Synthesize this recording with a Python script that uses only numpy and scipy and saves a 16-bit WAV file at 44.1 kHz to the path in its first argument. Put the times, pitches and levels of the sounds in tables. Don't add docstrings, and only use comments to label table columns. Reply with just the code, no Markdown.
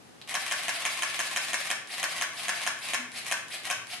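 import sys
import numpy as np
from scipy import signal
from scipy.fft import rfft, irfft, next_fast_len
from scipy.io import wavfile
from scipy.ndimage import uniform_filter1d, map_coordinates

SR = 44100
rng = np.random.default_rng(int(sys.argv[2]) if len(sys.argv) > 2 else 0)


def transcribe(u):
    v = np.clip(np.atleast_2d(u).T, -1, 1)
    q = np.round(v * 32767).astype(np.int16)
    wavfile.write(sys.argv[1], SR, q)


N = 176400
BLOCK = 1024

# t/s, level/dB
FRAMES = [(0.342, -1), (.5121, -1), (0.6823, -1.5), (0.8522, -1), (1.0223, -1), (1.1921, -1),
          (1.3618, -1.5), (1.5324, -1.5), (1.7027, -1), (2.0298, -0.5), (2.2120, -0.5), (2.4827, -1.5),
          (2.6647, -0.5), (2.9349, -1), (3.3132, -1), (3.7011, -1)]


def amp(db):
    return 10 ** (np.asarray(db) / 20)


def unit_rms(x):
    return x / np.sqrt(np.mean(x ** 2) + 1e-20)


def along(points, hz):
    freqs, values = np.transpose(points)
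    return np.interp(np.log(hz + 1), np.log(freqs + 1), values)


def course(points, t):
    ms, values = np.transpose(points)
    return np.interp(t, ms / 1000, values)


def fade(t, t60):
    return np.exp(-np.log(1000) * t / t60)


def add(out, at_s, x):
    i = int(round(at_s * SR))
    out[..., i:i + x.shape[-1]] += x[..., :max(N - i, 0)]


def filtered(x, response):
    size = next_fast_len(x.shape[-1] + SR // 4)
    return irfft(rfft(x, size) * response(np.fft.rfftfreq(size, 1 / SR)), size)[..., :x.shape[-1]]


def coloured(x, colour):
    gain = amp(np.maximum(along(colour, np.fft.rfftfreq(2 * BLOCK, 1 / SR)), -70))
    cepstrum = irfft(np.log(unit_rms(gain)))
    cepstrum[1:BLOCK] *= 2
    cepstrum[BLOCK + 1:] = 0
    impulse = irfft(np.exp(rfft(cepstrum)))
    return signal.fftconvolve(x, impulse[None], axes=1)[:, :N]


def spread(pair, side_db):
    side = amp(side_db)
    return np.array([pair[0] + side * pair[1], pair[0] - side * pair[1]]) / np.hypot(1, side)


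def widen(pair, width):
    def response(hz):
        gain = amp(along(width, hz))
        return np.array([np.ones_like(hz), gain]) / np.hypot(1, gain)
    mid, side = filtered(pair, response)
    return np.array([mid + side, mid - side])


def crack(t60=.0137):
    envelope = fade(np.arange(BLOCK) / SR, t60)
    burst = rng.standard_normal((2, BLOCK)) * envelope
    for _ in range(4):
        spectrum = rfft(burst, 2 * BLOCK)
        burst = irfft(spectrum / (abs(spectrum) + 1e-9))[:, :BLOCK] * envelope ** .25
    return burst / np.linalg.norm(burst, axis=1, keepdims=True)


def ticks(count, per_s=9000, vary_db=2):
    shape = (2, count)
    hits = (rng.random(shape) < per_s / SR) * np.sign(rng.standard_normal(shape))
    return unit_rms(hits * amp(vary_db * rng.standard_normal(shape)))


def contacts(pattern, colour, fresh=.35, vary_db=.9, vary_ms=.06):
    out = np.zeros((2, N))
    for ms, db in pattern:
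        usual = crack()
        for at_s, frame_db in FRAMES:
            blow = (usual + fresh * crack()) * amp(db + frame_db + vary_db * rng.standard_normal())
            add(out, at_s + (ms + vary_ms * rng.standard_normal()) / 1000, blow)
    return coloured(out, colour)


def room_tone(air_db=-53, hum_db=-66.5, hum_hz=124):
    # f/Hz, level/dB
    colour = [(15, -56), (25, -57), (86, -11.5), (106, -9), (142, -8), (175, -4), (247, -5), (441, -7.5),
              (477, -8), (573, -12), (807, -9), (945, -12), (10700, -25.5), (12500, -31), (13500, -54)]
    air = unit_rms(filtered(rng.standard_normal((2, N)), lambda hz: amp(along(colour, hz))))
    hum = np.sin(2 * np.pi * hum_hz * np.arange(N) / SR)
    return amp(air_db) * spread(air, side_db=0) + amp(hum_db) * hum


def button():
    # t/s, level/dB
    snaps = [(.2150, -17.5), (.2218, -23)]
    # f/Hz, level/dB
    colour = [(120, -47), (500, -9), (1500, -7), (4200, 3), (6000, -12), (11000, -15), (13500, -34)]
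    out = np.zeros((2, N))
    for at_s, db in snaps:
        add(out, at_s, amp(db) * crack())
    return coloured(out, colour)


def mirror():
    # t/ms from the first curtain, level/dB
    strikes = [(-66.5, -19), (-53.5, -14.5), (-48, -9), (-31, -14), (-22, -23.5)]
    # t/ms from the first curtain, level/dB
    rattle_level = [(-67, -44.5), (-55, -43), (-46.5, -35.5), (-25, -32), (-23, -41), (0, -38)]
    # f/Hz, level/dB
    colour = [(60, -49), (250, -18.5), (464, -25.5), (645, -3.5), (900, -13), (1090, -4), (1450, -13.5),
              (2000, -2.5), (3210, -6.5), (5040, -12), (6700, -12.5), (10300, -12), (11800, -16.5),
              (13500, -43)]
    rattle = np.zeros((2, N))
    t = np.arange(rattle_level[0][0] / 1000, 0, 1 / SR)
    for at_s, db in FRAMES:
        add(rattle, at_s + t[0], ticks(SR // 8)[:, :len(t)] * amp(db + course(rattle_level, t)))
    return coloured(rattle, colour) + contacts(strikes, colour)


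def first_curtain():
    # t/ms into the frame, level/dB
    strikes = [(0.1, -2), (1.6, -8), (6.4, -6)]
    # f/Hz, level/dB
    colour = [(60, -50), (220, -13.5), (450, -11.5), (700, 4.5), (880, -9), (1100, -7), (1450, 1),
              (1880, 0), (2300, 3.5), (2520, 6.5), (2820, -1), (3150, 2.5), (3420, -5), (5400, -18.5),
              (6500, 2), (7600, -11), (9600, -2.5), (11500, -21), (13500, -21)]
    return contacts(strikes, colour)


def body_knock():
    # f/Hz, level/dB, t60/s
    modes = [(1112, -36, .045), (1290, -41, .035), (2510, -35, .022), (3130, -29.5, .028)]
    out, t = np.zeros((2, N)), np.arange(SR // 10) / SR
    ring = sum(amp(db) * fade(t, t60) * np.cos(2 * np.pi * hz * t) for hz, db, t60 in modes)
    for at_s, db in FRAMES:
        add(out, at_s, amp(db) * ring)
    return out


def springs(delay_s=.006, attack_s=.0023, vary_db=1, vary_rad=.45):
    # f/Hz, level/dB, t60/s
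    modes = [(630, -45.5, .25), (715, -47.5, .35), (1122, -48, .16), (1306, -50.5, .18), (1531, -43, .24),
             (1647, -44, .18), (1744, -42, .14), (1865, -44, .1), (2215, -46, .15), (2580, -49, .14),
             (2703, -48, .14), (6790, -51, .18)]
    out, t = np.zeros((2, N)), np.arange(SR // 3) / SR
    for hz, db, t60 in modes:
        ring = np.exp(2j * np.pi * hz * t) * fade(t, t60) * (1 - np.exp(-t / attack_s))
        usual_phase = 2 * np.pi * rng.random((2, 1))
        for at_s, frame_db in FRAMES:
            phase = usual_phase + vary_rad * rng.standard_normal((2, 1))
            gain = amp(db + frame_db + vary_db * rng.standard_normal())
            add(out, at_s + delay_s, gain * (np.exp(1j * phase) * ring).real)
    return spread(out, side_db=-5)


def second_curtain():
    # t/ms from the first curtain, level/dB
    strikes = [(9.7, -6.5), (10.45, -0.5), (12.4, -9), (16.5, -7), (20.9, -11), (25.6, -10)]
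    # f/Hz, level/dB
    colour = [(120, -49), (200, -26), (377, -26.5), (620, -5), (900, -10.5), (1130, -2), (1230, -13.5),
              (1520, -1), (1800, 0), (1970, -9.5), (2220, -2.5), (2420, -11), (2700, -3.5), (2930, -16),
              (3180, -8), (3400, -13.5), (5000, -13), (5400, -7.5), (5900, -11), (10700, -14.5),
              (11700, -17.5), (13500, -39)]
    return contacts(strikes, colour)


def twang(level_db=-35.5, t60=.16):
    # t/ms from the first curtain, f/Hz
    pitch = [(13, 1850), (45, 1530)]
    out, t = np.zeros((2, N)), np.arange(SR // 6) / SR
    delay_s = pitch[0][0] / 1000
    cycles = np.cumsum(course(pitch, delay_s + t)) / SR
    for at_s, db in FRAMES:
        tone = np.sin(2 * np.pi * (cycles + rng.random()))
        add(out, at_s + delay_s, amp(level_db + db) * fade(t, t60) * tone)
    return out


def wavering_phase(hz, depth):
    jitter = unit_rms(uniform_filter1d(rng.standard_normal((2, len(hz))), size=40))
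    return 2 * np.pi * np.cumsum(hz * (1 + depth * jitter), axis=1) / SR


def winder(mesh_db=-51, octave_db=-39, swell_at_s=.0397, swell_width_s=.0144):
    # t/s, level/dB
    starts = [(.355, -1.5), (.525, -0.5), (.695, -0.5), (.865, 0), (1.035, -1.5), (1.204, -0.5),
              (1.375, 0.5), (1.545, -0.5), (1.873, -1), (2.055, -1.5), (2.334, -0.5), (2.508, -1.5),
              (2.789, -1), (3.118, -1), (3.483, -1), (3.870, -1.5)]
    # t/ms after switch-on, level/dB
    strikes = [(0, -19.5), (8.5, -27), (98, -21.5), (109, -32.5)]
    # f/Hz, level/dB
    click_colour = [(120, -37), (500, -21), (2000, -5.5), (4700, 0), (6000, -3.5), (9000, -2), (11500, -7),
                    (13500, -43)]
    # t/ms after switch-on, level/dB
    gear_effort = [(8, -56), (26, -42), (42, -39), (64, -32.5), (76, -35.5), (88, -44.5), (110, -49)]
    # f/Hz, level/dB
    gear_colour = [(240, -58), (400, -44), (545, -12), (690, -2.5), (912, -13.5), (1280, -8), (1480, -11),
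                   (2130, -2.5), (4700, -7.5), (5580, -14), (6860, -12.5), (9910, -9.5), (12000, -16.5),
                   (13500, -48)]
    # t/ms after switch-on, f/Hz
    mesh_pitch = [(0, 500), (30, 1100), (45, 2800), (60, 2200), (110, 3900)]
    # t/ms after switch-on, f/Hz
    whistle_pitch = [(8, 9300), (25, 10000), (60, 14000)]
    # t/ms after switch-on, level/dB
    whistle_level = [(7, -81), (11, -49), (28, -48), (55, -67), (80, -85)]
    gears, tones, clicks = np.zeros((3, 2, N))
    t = np.arange(SR // 8) / SR
    swell = np.exp(-.5 * ((t - swell_at_s) / swell_width_s) ** 2)
    for at_s, db in starts:
        add(gears, at_s, amp(db + course(gear_effort, t)) * ticks(len(t)))
        for ms, click_db in strikes:
            add(clicks, at_s + ms / 1000, amp(click_db) * crack())
        mesh_phase = wavering_phase(course(mesh_pitch, t), depth=.022)
        whine = (amp(mesh_db) * np.sin(mesh_phase) + amp(octave_db) * np.sin(2 * mesh_phase)) * swell
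        whistle_phase = wavering_phase(course(whistle_pitch, t), depth=.007)
        whistle = amp(course(whistle_level, t)) * np.sin(whistle_phase)
        add(tones, at_s, amp(db) * (whine + whistle))
    return coloured(gears, gear_colour) + coloured(clicks, click_colour) + tones


def hollow_tones(flutter_depth=.3, flutter_per_s=55):
    # t/s, f/Hz, level/dB, rise/s, t60/s
    tones = [(2.965, 246, -43, .04, .4), (3.14, 238, -52, .035, .3), (3.745, 115, -54, .035, .35)]
    out, t = np.zeros((2, N)), np.arange(SR // 2) / SR
    for at_s, hz, db, rise, t60 in tones:
        flutter = 1 + flutter_depth * map_coordinates(rng.standard_normal(BLOCK), [t * flutter_per_s])
        envelope = np.minimum(t / rise, 1) * fade(np.maximum(t - rise, 0), t60)
        add(out, at_s, amp(db) * envelope * flutter * np.sin(2 * np.pi * hz * t))
    return out


def room_impulse(onset_s=.0051, early_db=-6, early_t60=.063):
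    # f/Hz, t60/s
    decay = [(250, 0.43), (800, 0.52), (2000, 0.61), (5500, 0.48), (12000, 0.41)]
    hz, t, spectra = signal.stft(rng.standard_normal((2, SR // 2)), SR, nperseg=256)
    tail = signal.istft(spectra * fade(t, along(decay, hz)[:, None]), SR, nperseg=256)[1]
    t = np.arange(tail.shape[1]) / SR
    tail *= 1 - np.exp(-(t / onset_s) ** 2)
    early = rng.standard_normal(tail.shape) * fade(t, early_t60)
    return tail / np.linalg.norm(tail[0]) + amp(early_db) * early / np.linalg.norm(early[0])


def reverberation(x, drift_hz=.6, drift_share=.35):
    # f/Hz, level/dB
    colour = [(200, 1.5), (600, -2), (1100, 0), (2000, 0), (3500, 1), (7000, -1), (12000, -3.5)]
    # f/Hz, side minus mid level/dB
    width = [(200, 1.5), (650, -6), (1200, -5), (2200, -2), (4200, 3.5), (8000, 1.5)]
    angle = 2 * np.pi * drift_hz * np.arange(N) / SR
    drift = np.sqrt(drift_share)
    weights = [np.sqrt(1 - drift_share), drift * np.cos(angle), drift * np.sin(angle)]
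    wet = sum(signal.fftconvolve(x[:1] * weight, room_impulse(), axes=1)[:, :N] for weight in weights)
    return filtered(widen(wet, width), lambda hz: amp(along(colour, hz)))


def scene():
    # f/Hz, side minus mid level/dB
    width = [(200, 6), (650, -36), (1200, -9), (2200, -18), (4200, -6.5), (8000, -6), (12000, -5)]
    # f/Hz, left minus right level/dB
    balance = [(60, 6), (180, 1.5), (520, 3), (1540, 2.5), (4560, 0.5), (13500, 1)]
    mechanism = first_curtain() + second_curtain() + mirror() + winder() + button()
    camera = amp(-2.5) * (widen(mechanism, width) + reverberation(mechanism))
    mix = camera + body_knock() + twang() + springs() + room_tone() + hollow_tones()
    return filtered(mix, lambda hz: amp(np.array([[.5], [-.5]]) * along(balance, hz)))


def record(dry, bass_hz=22, top_hz=12500, cut_hz=14100):
    def response(hz):
        high_pass = hz / np.hypot(hz, bass_hz)
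        low_pass = (hz < cut_hz) / np.sqrt(1 + (hz / top_hz) ** 56)
        return high_pass * low_pass
    return filtered(dry, response)


dry = scene()
out = record(dry)
transcribe(out)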